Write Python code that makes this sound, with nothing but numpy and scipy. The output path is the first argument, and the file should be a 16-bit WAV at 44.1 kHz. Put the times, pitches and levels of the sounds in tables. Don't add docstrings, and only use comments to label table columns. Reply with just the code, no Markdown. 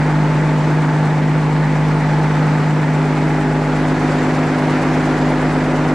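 import sys
import numpy as np
from scipy import signal
from scipy.fft import rfft, irfft, next_fast_len
from scipy.io import wavfile
from scipy.ndimage import uniform_filter1d

SR = 44100
rng = np.random.default_rng(int(sys.argv[2]) if len(sys.argv) > 2 else 0)


def transcribe(signal):
    frames = np.atleast_2d(signal).T
    limited = np.clip(frames, -1, 1)
    pcm = np.round(limited * 32767).astype(np.int16)
    wavfile.write(sys.argv[1], SR, pcm)


N = 261954

CYCLE_HZ, SECOND_CYCLE_HZ = 8.4945, 8.692
FIRST_FIRING_S, SECOND_FIRING_S, FIRST_VALVE_S = .0085, .0128, .116
SWING_START_S, SWING_END_S = 2.6, 4.1
HUM_ORDER, HUM_NEAR_DB, HUM_OPEN_DB = 18, -15.5, -20.5
SURGE_RAD, SURGE_S = .19, .11
FAINT_OPEN_DB = 1.5
PUMP_HZ, PUMP_DB, ORDER_5_DB = 43.025, -38, -46.5
THROB_DIP_S, THROB_OPEN_DB = .96, 2
TREBLE_NEAR_DB, TREBLE_OPEN_DB = 7, 1.1
PATCH_DB, SWAY_DB, SWAY_TOP_HZ = .71, .33, 9
RIPPLE_DB = .8
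FLICKER_DB, FLICKER_TOP_HZ = .75, 300
KNOCK_DB, KNOCK_AFTER_S = .5, .0125
HISS_NEAR_DB, HISS_OPEN_DB = 3.5, 5
VALVE_NEAR_DB, VALVE_OPEN_DB = -64.5, -55.5
WHISTLE_WIDTH_HZ, WHISTLE_STEADY = 10, 1.8
SQUEEZE_AT, EDGE_HZ = 1.6, 15720

# (frequency [Hz], density [dB per Hz])
NEAR_SPECTRUM = [(20, -78), (33, -78.5), (52, -71), (68, -69.5), (110, -61), (150, -53.5), (230, -55.5),
                 (300, -52), (400, -54), (850, -60.5), (1100, -66), (1500, -66), (1900, -67.5), (2350, -71),
                 (2700, -77.5), (3300, -81), (4100, -83.5), (6300, -89), (8500, -92.5), (10300, -103.5),
                 (11500, -112), (12700, -110), (15700, -108)]
# (frequency [Hz], density [dB per Hz])
OPEN_SPECTRUM = [(20, -75.5), (33, -74), (52, -70), (68, -69), (110, -61), (150, -58), (230, -57),
                 (300, -50.5), (400, -54), (850, -55.5), (1100, -60), (1500, -59), (1900, -61), (2350, -64),
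                 (2700, -69), (3300, -73.5), (4100, -75.5), (6300, -81), (8500, -86), (10300, -92.5),
                 (11500, -104), (12700, -103), (15700, -102)]


def gain_of(db):
    return 10 ** (np.asarray(db) / 20)


def evened(x):
    return x / np.sqrt(np.mean(x ** 2) + 1e-20)


def read(points, hz):
    f, value = np.transpose(points)
    return np.interp(np.log(hz + 1), np.log(f + 1), value)


def wander(t, top_hz):
    partials_hz = np.geomspace(top_hz / 20, top_hz, num=20)
    return evened(sum(np.sin(2 * np.pi * (f * t + rng.random())) / np.sqrt(f) for f in partials_hz))


def open_share(t):
    return np.clip((t - SWING_START_S) / (SWING_END_S - SWING_START_S), 0, 1)


def between(near_db, open_db, t):
    return near_db + (open_db - near_db) * open_share(t)


def by_place(near, midway, room, t):
    # leaves the generator, midway from, midway until, open room from [s]
    places_s = [2.8, 3.05, 3.55, 4.0]
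    return np.interp(t, places_s, [near, midway, midway, room])


def hum_turn_rad(t):
    return 2 * np.pi * HUM_ORDER * CYCLE_HZ * (t - FIRST_FIRING_S)


def valve_burst():
    turn = ((np.arange(N) / SR - FIRST_VALVE_S) * CYCLE_HZ + .5) % 1 - .5
    return np.exp(-(turn / .09) ** 2)


def tones(hz, levels_db, start_cycles, waver_db):
    t = np.arange(N // 8 + 2) * 8 / SR
    share = open_share(t)
    drift = np.array([wander(t[::64], 3.3) for _ in range(8)])
    slip_s = .0003 * rng.standard_normal(256)
    out = np.zeros(len(t))
    for k, (f, gains, start) in enumerate(zip(hz, gain_of(levels_db).T, start_cycles)):
        waver = np.interp(t, t[::64], drift[k % 8])
        carrier = np.cos(2 * np.pi * (f * (t + slip_s[k] * share) + start))
        out += by_place(*gains, t) * gain_of(waver_db * waver) * carrier
    return np.sqrt(2) * signal.resample_poly(out, 8, 1)[:N]


def main_engine():
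    # (multiple, beside generator [dB], midway [dB], open room [dB])
    main_orders = [(7, -56, -54, -50), (8, -61, -63, -56), (9, -61, -53, -50), (10, -62, -58, -56),
                   (11, -55, -50, -50), (12, -43, -45, -39), (13, -63, -57, -55), (14, -46, -50, -46),
                   (16, -42, -46, -51), (20, -50, -47, -41), (21, -40, -44, -38), (22, -60, -51, -46),
                   (23, -46, -43, -37), (24, -31, -35, -36), (25, -42, -44, -45), (26, -45, -49, -45),
                   (27, -41, -41, -40), (28, -55, -46, -44), (29, -44, -52, -43), (30, -27, -23, -21.5),
                   (31, -39, -35, -33), (32, -49, -47, -44), (33, -44, -44, -39), (34, -34, -36, -41),
                   (35, -43, -42, -56), (36, -33, -29, -27), (37, -46, -38, -41), (39, -41, -44, -40),
                   (41, -54, -42, -43), (42, -52, -39, -40), (45, -55, -43, -36), (49, -47, -45, -40),
                   (54, -54, -42, -45), (56, -45, -54, -42), (62, -46, -43, -47), (67, -54, -51, -40),
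                   (86, -44, -47, -38), (87, -49, -42, -42), (95, -48, -43, -52), (96, -45, -38, -45),
                   (97, -42, -55, -52), (99, -41, -33, -40), (101, -48, -43, -45), (103, -34, -38, -54),
                   (105, -38, -55, -51), (109, -49, -45, -45), (114, -48, -50, -40), (119, -42, -44, -40),
                   (133, -45, -56, -49), (139, -52, -61, -46), (148, -66, -56, -46)]
    # (frequency [Hz], level [dB])
    faint_lift = [(220, 5), (350, 7.5), (900, 8), (2100, 1)]
    order, *levels_db = np.transpose(main_orders)
    chance = rng.random(256)
    start = np.where(order % 6 == 0, -order * CYCLE_HZ * FIRST_FIRING_S, chance[order.astype(int)])
    loud = tones(order * CYCLE_HZ, levels_db, start, waver_db=.4)

    t = np.arange(N) / SR
    surge = SURGE_RAD * np.cos(2 * np.pi * CYCLE_HZ * (t - SURGE_S))
    hum_gain = np.sqrt(2) * gain_of(between(HUM_NEAR_DB, HUM_OPEN_DB, t))
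    loud += hum_gain * np.cos(hum_turn_rad(t) + surge)

    faint = np.setdiff1d(np.arange(20, 256), order)
    faint_hz = faint * CYCLE_HZ
    power = np.minimum(rng.exponential(1, (256, 3)), 2)
    spread_db = 10 * np.log10(power)[faint].T
    lift_db = read(faint_lift, faint_hz)
    near_db = read(NEAR_SPECTRUM, faint_hz) + lift_db
    open_db = read(OPEN_SPECTRUM, faint_hz) + lift_db + FAINT_OPEN_DB
    faint_db = spread_db + [near_db, (near_db + open_db) / 2, open_db]
    return loud + tones(faint_hz, faint_db, chance[faint], waver_db=2.5)


def other_machines():
    # (multiple, beside generator [dB], midway [dB], open room [dB])
    second_orders = [(9, -57, -62, -50), (10, -45, -46, -49), (12, -56, -58, -50), (14, -46, -45, -49),
                     (15, -52, -53, -46), (16, -41, -44, -45), (17, -47, -45, -45), (18, -38, -40, -36),
                     (19, -49, -46, -42), (20, -43, -48, -49), (24, -42, -52, -51), (26, -60, -52, -44),
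                     (28, -47, -47, -42), (29, -55, -46, -45), (30, -42, -44, -39), (33, -48, -44, -45),
                     (35, -44, -38, -44), (42, -40, -45, -40)]
    # (frequency [Hz], beside generator [dB], midway [dB], open room [dB])
    auxiliary = [(21.5, -54, -53, -51), (326.6, -40, -48, -35), (343.2, -38, -49, -35),
                 (400.5, -43, -31, -33), (429.1, -46, -44, -46), (480, -51, -49, -40),
                 (514.8, -42, -53, -43), (573.4, -54, -52, -39), (675.9, -49, -42, -45),
                 (721.2, -53, -48, -41), (942.3, -44, -47, -43)]
    order, *levels_db = np.transpose(second_orders)
    firing_start = -order * SECOND_CYCLE_HZ * SECOND_FIRING_S
    start = np.where(order % 6 == 0, firing_start, rng.random(len(order)))
    second = tones(order * SECOND_CYCLE_HZ, levels_db, start, waver_db=.8)
    hz, *levels_db = np.transpose(auxiliary)
    return second + tones(hz, levels_db, rng.random(len(hz)), waver_db=.1)


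def deep_throb():
    t = np.arange(N) / SR
    turn = 2 * np.pi * (t - THROB_DIP_S)
    order_5 = gain_of(ORDER_5_DB) * np.cos(5 * CYCLE_HZ * turn)
    pump = gain_of(PUMP_DB) * np.cos(PUMP_HZ * turn)
    return np.sqrt(2) * gain_of(between(0, THROB_OPEN_DB, t)) * (order_5 - pump)


def roar():
    # (frequency [Hz], correlation [0-1])
    likeness = [(30, .6), (60, .85), (110, .97), (200, .99), (600, .96), (1500, .86), (2500, .82),
                (3500, .75), (7000, .56), (10000, .3), (13000, .03)]
    # (time [s], level [dB])
    level_curve = [(2.0, 0), (2.5, 1), (3.0, -.6), (3.6, -0.6), (4.15, .5), (4.5, -0.3), (5.0, 0.5),
                   (5.9, -1)]
    frames, hz = N // 512 + 5, np.fft.rfftfreq(2048, 1 / SR)
    a, b, c, d, patches = rng.standard_normal((frames, 1025, 5)).T
    patches = uniform_filter1d(patches, size=24, axis=0)
    patches = evened(uniform_filter1d(patches, size=5, axis=1))
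    t = np.arange(frames) * 512 / SR
    share = open_share(t)

    near_db, open_db = read(NEAR_SPECTRUM, hz)[:, None], read(OPEN_SPECTRUM, hz)[:, None]
    level_db = near_db * (1 - share) + open_db * share
    level_db = level_db + PATCH_DB * patches + SWAY_DB * wander(t, SWAY_TOP_HZ)
    above_1k = np.clip(np.log2(hz + 1) - 9, 0, 1)[:, None]
    level_db += above_1k * between(TREBLE_NEAR_DB, TREBLE_OPEN_DB, t)
    above_500 = np.clip(np.log2(hz / 250 + 1e-9), 0, 1)[:, None]
    level_db += above_500 * np.interp(t, *np.transpose(level_curve))
    ripple = evened(uniform_filter1d(rng.standard_normal(1025), size=2))[:, None]
    level_db += RIPPLE_DB * above_1k * ripple

    same = np.clip(read(likeness, hz), -1, 1)[:, None]
    left = a + 1j * b
    right = same * left + np.sqrt(1 - same ** 2) * (c + 1j * d)
    z = np.array([left, right]) * gain_of(level_db) * np.sqrt(3 * SR / 4096)
    top = np.clip(1.2 * np.log2(hz / 4200 + 1e-9), 0, 1)[:, None]
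    split = np.array([z * (1 - top), z * top])
    body, hiss = signal.istft(split, nperseg=2048, noverlap=1536)[1][..., :N]

    t = np.arange(N) / SR
    burst = valve_burst()
    cycle = np.round((t - FIRST_VALVE_S) * CYCLE_HZ).astype(int)
    strength = rng.uniform(.32, 1, size=64)[cycle]
    knock_db = KNOCK_DB * np.roll(burst, round(KNOCK_AFTER_S * SR))
    flicker_db = FLICKER_DB * wander(t, FLICKER_TOP_HZ) + knock_db
    throb = 1 + .045 * np.cos(hum_turn_rad(t))
    hiss_db = between(HISS_NEAR_DB, HISS_OPEN_DB, t) * strength * burst
    return body * gain_of(flicker_db) * throb + hiss * gain_of(hiss_db)


def valve_gear():
    # (frequency [Hz], level [dB], t60 [s])
    valve_modes = [(6450, -4, .04), (7420, 0, .06), (7840, -8, .05), (8330, -5, .04), (9350, -8, .04),
                   (9480, -10, .04), (10400, -13, .04)]
    blows_per_s = 160 * valve_burst() + 12
    ring_s, out = np.arange(6000) / SR, np.zeros((2, N))
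    for hz, db, t60_s in valve_modes:
        size_db = 1.5 * np.minimum(rng.exponential(1, N), 4)
        size = gain_of(size_db) * (rng.random(N) < blows_per_s / SR)
        blows = size * (rng.standard_normal(N) + .54 * rng.standard_normal((2, N)))
        onset = np.minimum(ring_s / .0045, 1)
        tap = gain_of(db - 60 * ring_s / t60_s) * np.sin(2 * np.pi * hz * ring_s) * onset
        out += signal.oaconvolve(blows, tap[None])[:, :N]
    return gain_of(between(VALVE_NEAR_DB, VALVE_OPEN_DB, np.arange(N) / SR)) * evened(out)


def whistle():
    # (time [s], frequency [Hz], level [dB])
    glide = [(0, 7424, -63), (.9, 7419, -64), (1.4, 7415, -69), (2.2, 7402, -68), (2.6, 7393, -61),
             (3.4, 7387, -60), (4.0, 7385, -63), (4.5, 7385, -58), (4.9, 7384, -67), (5.25, 7383, -59),
             (5.94, 7378, -59)]
    t, r = np.arange(N) / SR, np.exp(-np.pi * WHISTLE_WIDTH_HZ / SR)
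    fuzz = signal.lfilter([1 - r], [1, -r], rng.standard_normal((N, 2)) @ [1, 1j])
    s, *curves = np.transpose(glide)
    hz, level_db = (np.interp(t, s, curve) for curve in curves)
    carrier = np.exp(2j * np.pi * np.cumsum(hz) / SR)
    tone = evened(((WHISTLE_STEADY + fuzz / np.std(fuzz)) * carrier).real)
    return tone * gain_of(level_db + 1.2 * wander(t, 8) + 2.2 * valve_burst())


def scene():
    hum = main_engine() + other_machines() + deep_throb()
    quarter = signal.hilbert(hum, next_fast_len(N))[:N].imag
    ports = hum + .071 * np.outer([1, -1], quarter)
    return ports + roar() + valve_gear() + whistle() * gain_of([[-1.4], [1.4]])


def record(dry):
    # (frequency [Hz], left minus right [dB])
    balance = [(45, -2.5), (90, -.5), (140, 0), (2700, 0), (9000, -1.2)]
    size = next_fast_len(N)
    half_db = read(balance, np.fft.rfftfreq(size, 1 / SR)) / 2
    rounded = SQUEEZE_AT * np.tanh(dry / SQUEEZE_AT)
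    ports = irfft(rfft(rounded, size) * gain_of([half_db, -half_db]), size)[:, :N]
    lowpass = signal.firwin(1023, EDGE_HZ, window=("kaiser", 9), fs=SR)
    return signal.oaconvolve(ports, lowpass[None], "same")


dry = scene()
out = record(dry)
transcribe(out)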